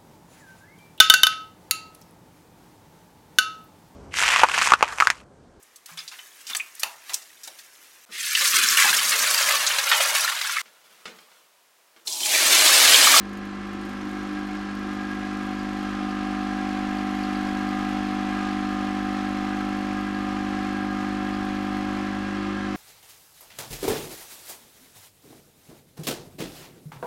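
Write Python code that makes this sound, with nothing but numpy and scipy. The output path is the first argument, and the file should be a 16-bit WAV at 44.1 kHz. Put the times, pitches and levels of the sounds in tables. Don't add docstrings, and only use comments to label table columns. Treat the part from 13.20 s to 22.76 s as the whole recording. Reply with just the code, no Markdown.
import sys
import numpy as np
from scipy import signal
from scipy.fft import rfft, irfft
from scipy.io import wavfile

SR = 44100
rng = np.random.default_rng(int(sys.argv[2]) if len(sys.argv) > 2 else 0)


def field_ratio(decibels):
    return 10 ** (np.asarray(decibels, dtype=float) / 20)


def wav_out(sig):
    wavfile.write(sys.argv[1], SR, np.round(np.clip(np.atleast_2d(sig).T, -1, 1) * 32767).astype(np.int16))


N = 421596
T = np.arange(N) / SR
SEATED_S = 5.2

# time_s, mains_hz
MAINS_HZ = [(0, 50.027), (4, 50.025), (6, 50.015), (9.6, 49.996)]
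# time_s, coil_db, knock_db, looseness (0-1)
PUMP_STATE = [(0, -4.5, -16.5, 0.75), (.4, -3.5, -14.5, 0.83), (.65, -4.5, -9, 0.94), (.95, -4, -4, 0.86),
              (1.3, -3, -2.5, 0.06), (1.5, -2, -5.5, 0.84), (1.8, -2.5, -3.5, 0.55), (2.5, -1.5, -2, 0.32),
              (2.9, -.5, -1.5, 0.47), (3.2, -0.5, -0.5, 0), (4.1, .5, 0.5, 0.1), (5.3, 0.5, 0.5, 0.1),
              (6.6, 0, 0, 0.16), (7.4, 0, 0, 0.21), (8.7, 0, 0, 0.17), (9.05, -0.2, -2.5, 0.73),
              (9.3, 0.75, -3, 0.93), (9.56, -0.2, -1, 0.5)]
# middle_s, length_s, depth (0-1)
SEAT_SLIPS = [
    (1.15, 0.22, 0.7),
    (1.4, .24, 0.9),
    (2.72, .08, 0.1),
    (5.2, .08, 0.17),
    (6.88, 0.13, 0.3),
    (9.22, 0.071, 0.3),
]


def evened(x):
    return x / np.sqrt(np.mean(abs(x) ** 2) + 1e-20)


def curves(rows):
    time_s, *columns = np.transpose(rows)
    return [np.interp(T, time_s, column) for column in columns]


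def bumps(rows):
    return sum(height * np.exp(-(2 * (T - s) / length) ** 2) for s, length, height in rows)


def read(points, hz):
    f, value = np.transpose(points)
    return np.interp(np.log(hz + 1), np.log(f + 1), value)


def coloured(x, points):
    gain = field_ratio(read(points, np.fft.rfftfreq(N, 1 / SR)))
    return evened(irfft(rfft(x) * gain, N))


def resonate(x, hz, width_hz):
    pole = np.exp(-np.pi * width_hz / SR) * np.exp(2j * np.pi * hz / SR)
    return evened(signal.lfilter([1], [1, -2 * pole, pole ** 2], x).real)


def slow(hz):
    count = int(N / SR * 2 * hz) + 2
    return evened(np.interp(T, np.linspace(0, N / SR, count), rng.standard_normal(count)))


def room(x, t60_s, wet):
    t = np.arange(SR // 4) / SR
    tail = rng.standard_normal(SR // 4) * field_ratio(-60 * t / t60_s)
    return evened(x + wet * signal.oaconvolve(x, tail / np.linalg.norm(tail))[:len(x)])


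def cycles():
    first_knock_s = .0113
    return np.cumsum(curves(MAINS_HZ)[0]) / SR - first_knock_s * MAINS_HZ[0][1]


def strokes(size, delay_s, jitter_s):
    at = np.flatnonzero(np.diff(np.floor(cycles())))
    scatter_s = jitter_s * rng.standard_normal(len(at))
    at = at + ((delay_s + scatter_s) * SR).astype(int)
    out = np.zeros(N)
    np.add.at(out, np.clip(at, 0, N - 1), size[:len(at)])
    return out


def uneven(alternate):
    return evened(signal.lfilter([1], [1, np.clip(alternate, 0, .97)], rng.standard_normal(500)))


def looseness():
    return np.clip(curves(PUMP_STATE)[2] + 1.2 * bumps(SEAT_SLIPS), 0, 1)


def follow(seated_db, per_coil, per_knock, loose_db, slip_db, db_per_s):
    coil_db, knock_db, loose = curves(PUMP_STATE)
    pressure_s = np.maximum(T - SEATED_S, 0)
    drive_db = per_coil * coil_db + per_knock * knock_db
    return seated_db + drive_db + loose_db * loose + slip_db * bumps(SEAT_SLIPS) + db_per_s * pressure_s


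def hum():
    # harmonic (multiple of mains), level_db
    order_db = [(1, -14.5), (2, -17), (3, -32), (4, 1.5), (5, -4), (6, -2), (7, -11), (8, -20.5), (9, -27),
                (10, -28), (11, -21.5), (12, -29), (13, -27.5), (14, -5), (15, 7), (16, -5), (17, -38),
                (18, -29), (19, -40), (20, -21.5), (21, -14), (22, -21.5), (23, -19.5), (24, -18.5),
                (25, -38), (26, -18), (27, -17.5), (28, -44), (29, -24.5), (30, -52), (31, -28),
                (32, -20.5), (33, -18), (34, -24), (35, -17.5), (36, -24)]
    # harmonic, slope_db_per_s
    drift_slopes = [(2, 0.84), (3, 1.5), (7, .6), (9, -0.7), (11, 0.95)]
    # seated_db, per_coil (dB/dB), per_knock (dB/dB), loose_db, slip_db, db_per_s
    fifth = (-34, .5, .5, -2.5, -10, -0.42)
    sixth = (-33, 0, 0.98, 0, -1.5, 0)
    casing_layer = (-36.5, 1, 0.43, -7.5, -4, -0.19)

    fifth_db, sixth_db, casing_db = follow(*fifth), follow(*sixth), follow(*casing_layer)
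    turn, loose = np.exp(2j * np.pi * cycles()), looseness()
    drift, seated_db = dict(drift_slopes), dict(order_db)
    coil = field_ratio(-32 + curves(PUMP_STATE)[0] - seated_db[4])
    out, casing, spin = np.zeros(N, complex), np.zeros(N, complex), 1
    for k in range(1, 37):
        spin = spin * turn
        lined_up = k <= 7 or 14 <= k <= 16
        phase = 2 * np.pi * rng.random() * (not lined_up)
        phase += np.pi * (k < 4)
        phase -= 0.65 * (k in (6, 15))
        unrest = 0.011 * k ** .5 + 0.26 * loose ** 2 * (5 <= k <= 7)
        line = (1 + unrest * (slow(7) + 1j * slow(5.7))) * np.exp(1j * phase) * spin
        if k in (5, 6):
            out += field_ratio(fifth_db if k == 5 else sixth_db) * line
        elif 14 <= k <= 16:
            casing += field_ratio(seated_db[k]) * line
        elif k in drift:
            pressure_db = drift[k] * (T - 4.5)
            play_db = 1.9 * loose - 4.8 * bumps(SEAT_SLIPS)
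            out += field_ratio(seated_db[k] - 32.5 + pressure_db + play_db) * line
        else:
            out += field_ratio(seated_db[k]) * coil * line
    mix = np.clip(0.85 * loose, 0, 1) ** 2
    smear = evened(slow(30) + 1j * slow(30))
    out += field_ratio(casing_db) * evened(casing) * (np.sqrt(1 - mix) + np.sqrt(mix) * smear)
    thuds = resonate(rng.standard_normal(N), 306.5, 92)
    return np.sqrt(2) * out.real + field_ratio(-42.5 - 6.8 * bumps(SEAT_SLIPS)) * loose * thuds


def fine_lines():
    # frequency_hz, level_db
    fine_envelope = [(1800, -60), (2500, -64), (3150, -62), (3400, -69), (4000, -71), (5000, -76)]

    turn, out = np.exp(2j * np.pi * cycles()), np.zeros(N)
    spin = turn ** 36
    for k in range(37, 100):
        spin = spin * turn
        db = read(fine_envelope, k * MAINS_HZ[0][1]) + 2.5 * rng.standard_normal()
        phase = 2 * np.pi * rng.random()
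        out += field_ratio(db) * (1 + 0.24 * slow(3)) * (spin * np.exp(1j * phase)).real
    coil_db = curves(PUMP_STATE)[0]
    return np.sqrt(2) * field_ratio(1.74 * (coil_db - coil_db.max())) * out


def rattle():
    # frequency_hz, density_db (per Hz)
    wide_colour = [(60, 5), (150, 0), (450, 3), (900, 3.5), (1500, 7), (2500, 0.5), (4000, -4.5),
                   (5500, -8.5), (8000, -17), (10200, -23), (13000, -40), (15700, -56)]
    # frequency_hz, width_hz, level_db
    panel_modes = [(324.4, 41, -15), (605, 10, -23), (783.7, 61, -11.5), (996, 75, -19.5),
                   (1125, 140, -15.5), (1306, 69, -15), (1370, 29, -26.5), (1543, 45, -20),
                   (1746, 110, -22.5), (1992, 80, -16), (2163, 120, -16), (2413, 170, -20),
                   (3340, 360, -36), (4230, 190, -32), (4800, 80, -38), (5150, 340, -34), (6300, 330, -52)]
    # seated_db, per_coil (dB/dB), per_knock (dB/dB), loose_db, slip_db, db_per_s
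    panel_layer = (-40, 0.31, 0.33, 0, -0.5, -0.12)
    tray_layer = (-46.5, 0, 0.5, 0, 2, 0)
    # middle_s, length_s, level_db
    stroke_runs = [(1.78, .2, -47), (2.202, 0.22, -48), (2.9, 0.51, -44), (3.25, .15, -49), (3.83, .2, -48),
                   (4.1, .12, -45), (4.56, 0.32, -41.5), (4.98, .15, -46), (5.24, 0.18, -39),
                   (5.56, 0.32, -41.5), (5.9, 0.14, -43), (6.28, .25, -44), (6.79, .14, -43),
                   (7.097, 0.27, -42), (7.45, .14, -46), (7.798, .35, -41.5), (8.15, 0.13, -45),
                   (8.52, .2, -45), (9.27, .2, -45)]
    # middle_s, length_s, change_db
    tray_bursts = [(1.15, .2, 2), (1.9, 0.61, 6), (2.5, .3, 0), (3.6, .4, 0), (4.25, .2, 1.5),
                   (4.9, 0.36, -3), (5.2, .12, 3), (6.5, .4, 0), (6.8, 0.092, 4), (6.97, .1, 5),
                   (7.6, 0.092, 6), (7.8, 0.16, 5), (8.25, .12, 4), (8.75, 0.44, -4), (9.25, .15, -1),
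                   (9.39, .1, 5)]

    run_level = field_ratio(-56) + bumps([(s, length, field_ratio(db)) for s, length, db in stroke_runs])
    beat = 1 + 0.19 * np.cos(2 * np.pi * (cycles() - .15)) + 0.084 * np.cos(4 * np.pi * (cycles() - .1))
    chatter = rng.standard_normal(N) * beat * field_ratio(0.41 * slow(25))
    forward = evened(strokes(uneven(0.805), 0.001995, 0.00021))
    back = evened(strokes(uneven(0.874), .013, .0002))
    drive = 0.9 * room(forward + 0.89 * back, 0.3, 1.34) + chatter
    panels = sum(field_ratio(db) * resonate(drive, hz, 1.32 * width) for hz, width, db in panel_modes)
    wash = coloured(room(chatter, 0.22, 0.35), wide_colour)
    wide = field_ratio(follow(*panel_layer) + 0.45 * slow(4)) * (field_ratio(0.5) * wash + field_ratio(2.5) * panels)
    half = np.cos(2 * np.pi * 24.5 * cycles() + .8 * slow(5))
    half += .35 * np.cos(2 * np.pi * 15.5 * cycles() + slow(5))
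    tray = field_ratio(follow(*tray_layer) + bumps(tray_bursts)) * resonate(drive, 1631, 26.0)
    return wide + field_ratio(2.0) * run_level * half + tray


def rumble():
    # frequency_hz, density_db (per Hz)
    rumble_colour = [(8, -14), (18, 1), (30, 4), (42, -5), (75, -2), (130, -16), (300, -33), (1200, -96)]

    lumps = field_ratio(-60.5 + 5.5 * slow(1.5)) * coloured(rng.standard_normal(N), rumble_colour)
    return lumps + field_ratio(-77) * rng.standard_normal(N)


def valve():
    # frequency_hz, width_hz, level_db
    metal_modes = [(6680, 400, 4.5), (7120, 120, -3), (8300, 140, -2), (9380, 300, 2), (9940, 130, -16),
                   (11100, 180, -9), (11330, 150, -8.5), (12600, 500, -12), (13600, 350, -17)]
    # start_s, peak_db
    hard_ticks = [(0.0907, -52), (0.1301, -50), (0.1705, -47), (0.2518, -51), (0.4698, -55), (0.5302, -52),
                  (0.61, -53), (0.6499, -52), (0.6908, -55), (0.7307, -56), (0.9093, -51), (1.1308, -60),
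                  (1.4107, -59), (1.5499, -60), (1.5898, -58), (1.7305, -54), (2.2643, -54), (2.6234, -55),
                  (2.7038, -55), (3.7494, -54), (3.9893, -55), (4.0297, -54), (4.2093, -54), (4.6892, -55),
                  (6.8089, -56), (8.2477, -56), (8.4287, -56), (8.5684, -53)]
    # seated_db, per_coil (dB/dB), per_knock (dB/dB), loose_db, slip_db, db_per_s
    tick_layer = (-69, -1.4, 1, -2, -6, 0.7)
    # middle_s, length_s, change_db
    busy_spells = [
        (2.6, .5, 0),
        (3.2, .6, -1),
        (4.3, 1.3, 4.5),
        (5.6, 0.53, 1),
        (6.4, 1.2, 1.5),
        (8.5, .5, 0),
        (9.3, .7, -2),
    ]

    between = strokes(field_ratio(2.5 * uneven(.1)), .013, .0006)
    soft = evened(strokes(np.ones(500), .0003, .0003) + .5 * between)
    size = uneven(.7)[np.clip(cycles() + .5, 0, 499).astype(int)]
    spread_db = (2 + 2.5 * looseness() * (T < SEATED_S)) * np.minimum(size, 1.5)
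    clicks = field_ratio(follow(*tick_layer) + bumps(busy_spells) + spread_db) * soft
    start_s, peak_db = np.transpose(hard_ticks)
    clicks[(start_s * SR).astype(int) + 10] += field_ratio(peak_db + 16.0)
    t = np.arange(3000) / SR
    meeting = t * field_ratio(-60 * t / 0.0094)
    contact = signal.oaconvolve(clicks, meeting / np.linalg.norm(meeting))[:N]
    clicks = rng.standard_normal(N) * contact
    blow = 1. * (t == 0)
    ring = sum(field_ratio(db) * resonate(blow, hz, width) for hz, width, db in metal_modes)
    tick = evened(ring) + field_ratio(-4.5) * resonate(blow, 12300, 3000)
    wash = rng.standard_normal(N) * signal.oaconvolve(abs(clicks), field_ratio(-60 * t / 0.083))[:N]
    return signal.oaconvolve(clicks + 0.0028 * wash, tick / np.linalg.norm(tick))[:N]


def drops():
    # start_s, peak_db, pitch_hz
    cup_drops = [(0.8175, -30, 6070), (2.3994, -27, 4710), (2.9083, -24, 4720), (2.9991, -35, 4460),
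                 (3.4694, -31, 4700), (3.7858, -22, 4550), (4.037, -20, 4550), (4.0951, -28, 4500),
                 (4.1574, -21, 4600), (4.4897, -25, 4720), (6.0706, -34, 4800), (6.4682, -34, 4740),
                 (6.9456, -24, 4450), (7.0693, -42, 4450), (8.1409, -24, 4760)]
    # start_s, peak_db, pitch_hz
    tray_drop = [
        (6.7111, -17, 2430),
    ]

    t, out = np.arange(2600) / SR, np.zeros(N + 2600)
    decay = field_ratio(-60 * t / 0.008) + .04 * field_ratio(-60 * t / .1)
    shape = (1 - np.exp(-t / 0.00049)) * decay
    rise_s = .98 * t + .07 * (t - 0.0034 * (1 - np.exp(-t / 0.0033)))
    for start_s, peak_db, pitch_hz in [*cup_drops, *tray_drop]:
        plink = shape * np.sin(2 * np.pi * pitch_hz * rise_s)
        out[round(start_s * SR):][:2600] += field_ratio(peak_db - 5.5) * plink
    return out[:N]


def scene():
    return (hum() + fine_lines() + rattle() + rumble() + valve() + drops())[None]


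def band_limit(x):
    return signal.sosfilt(signal.butter(12, 15730, fs=SR, output="sos"), x)


def record(dry):
    edge = signal.firwin(511, 15900, window=("kaiser", 9), fs=SR)
    mix = signal.oaconvolve(dry, edge[None], "same")
    return band_limit(mix)


dry = scene()
out = record(dry)
wav_out(out)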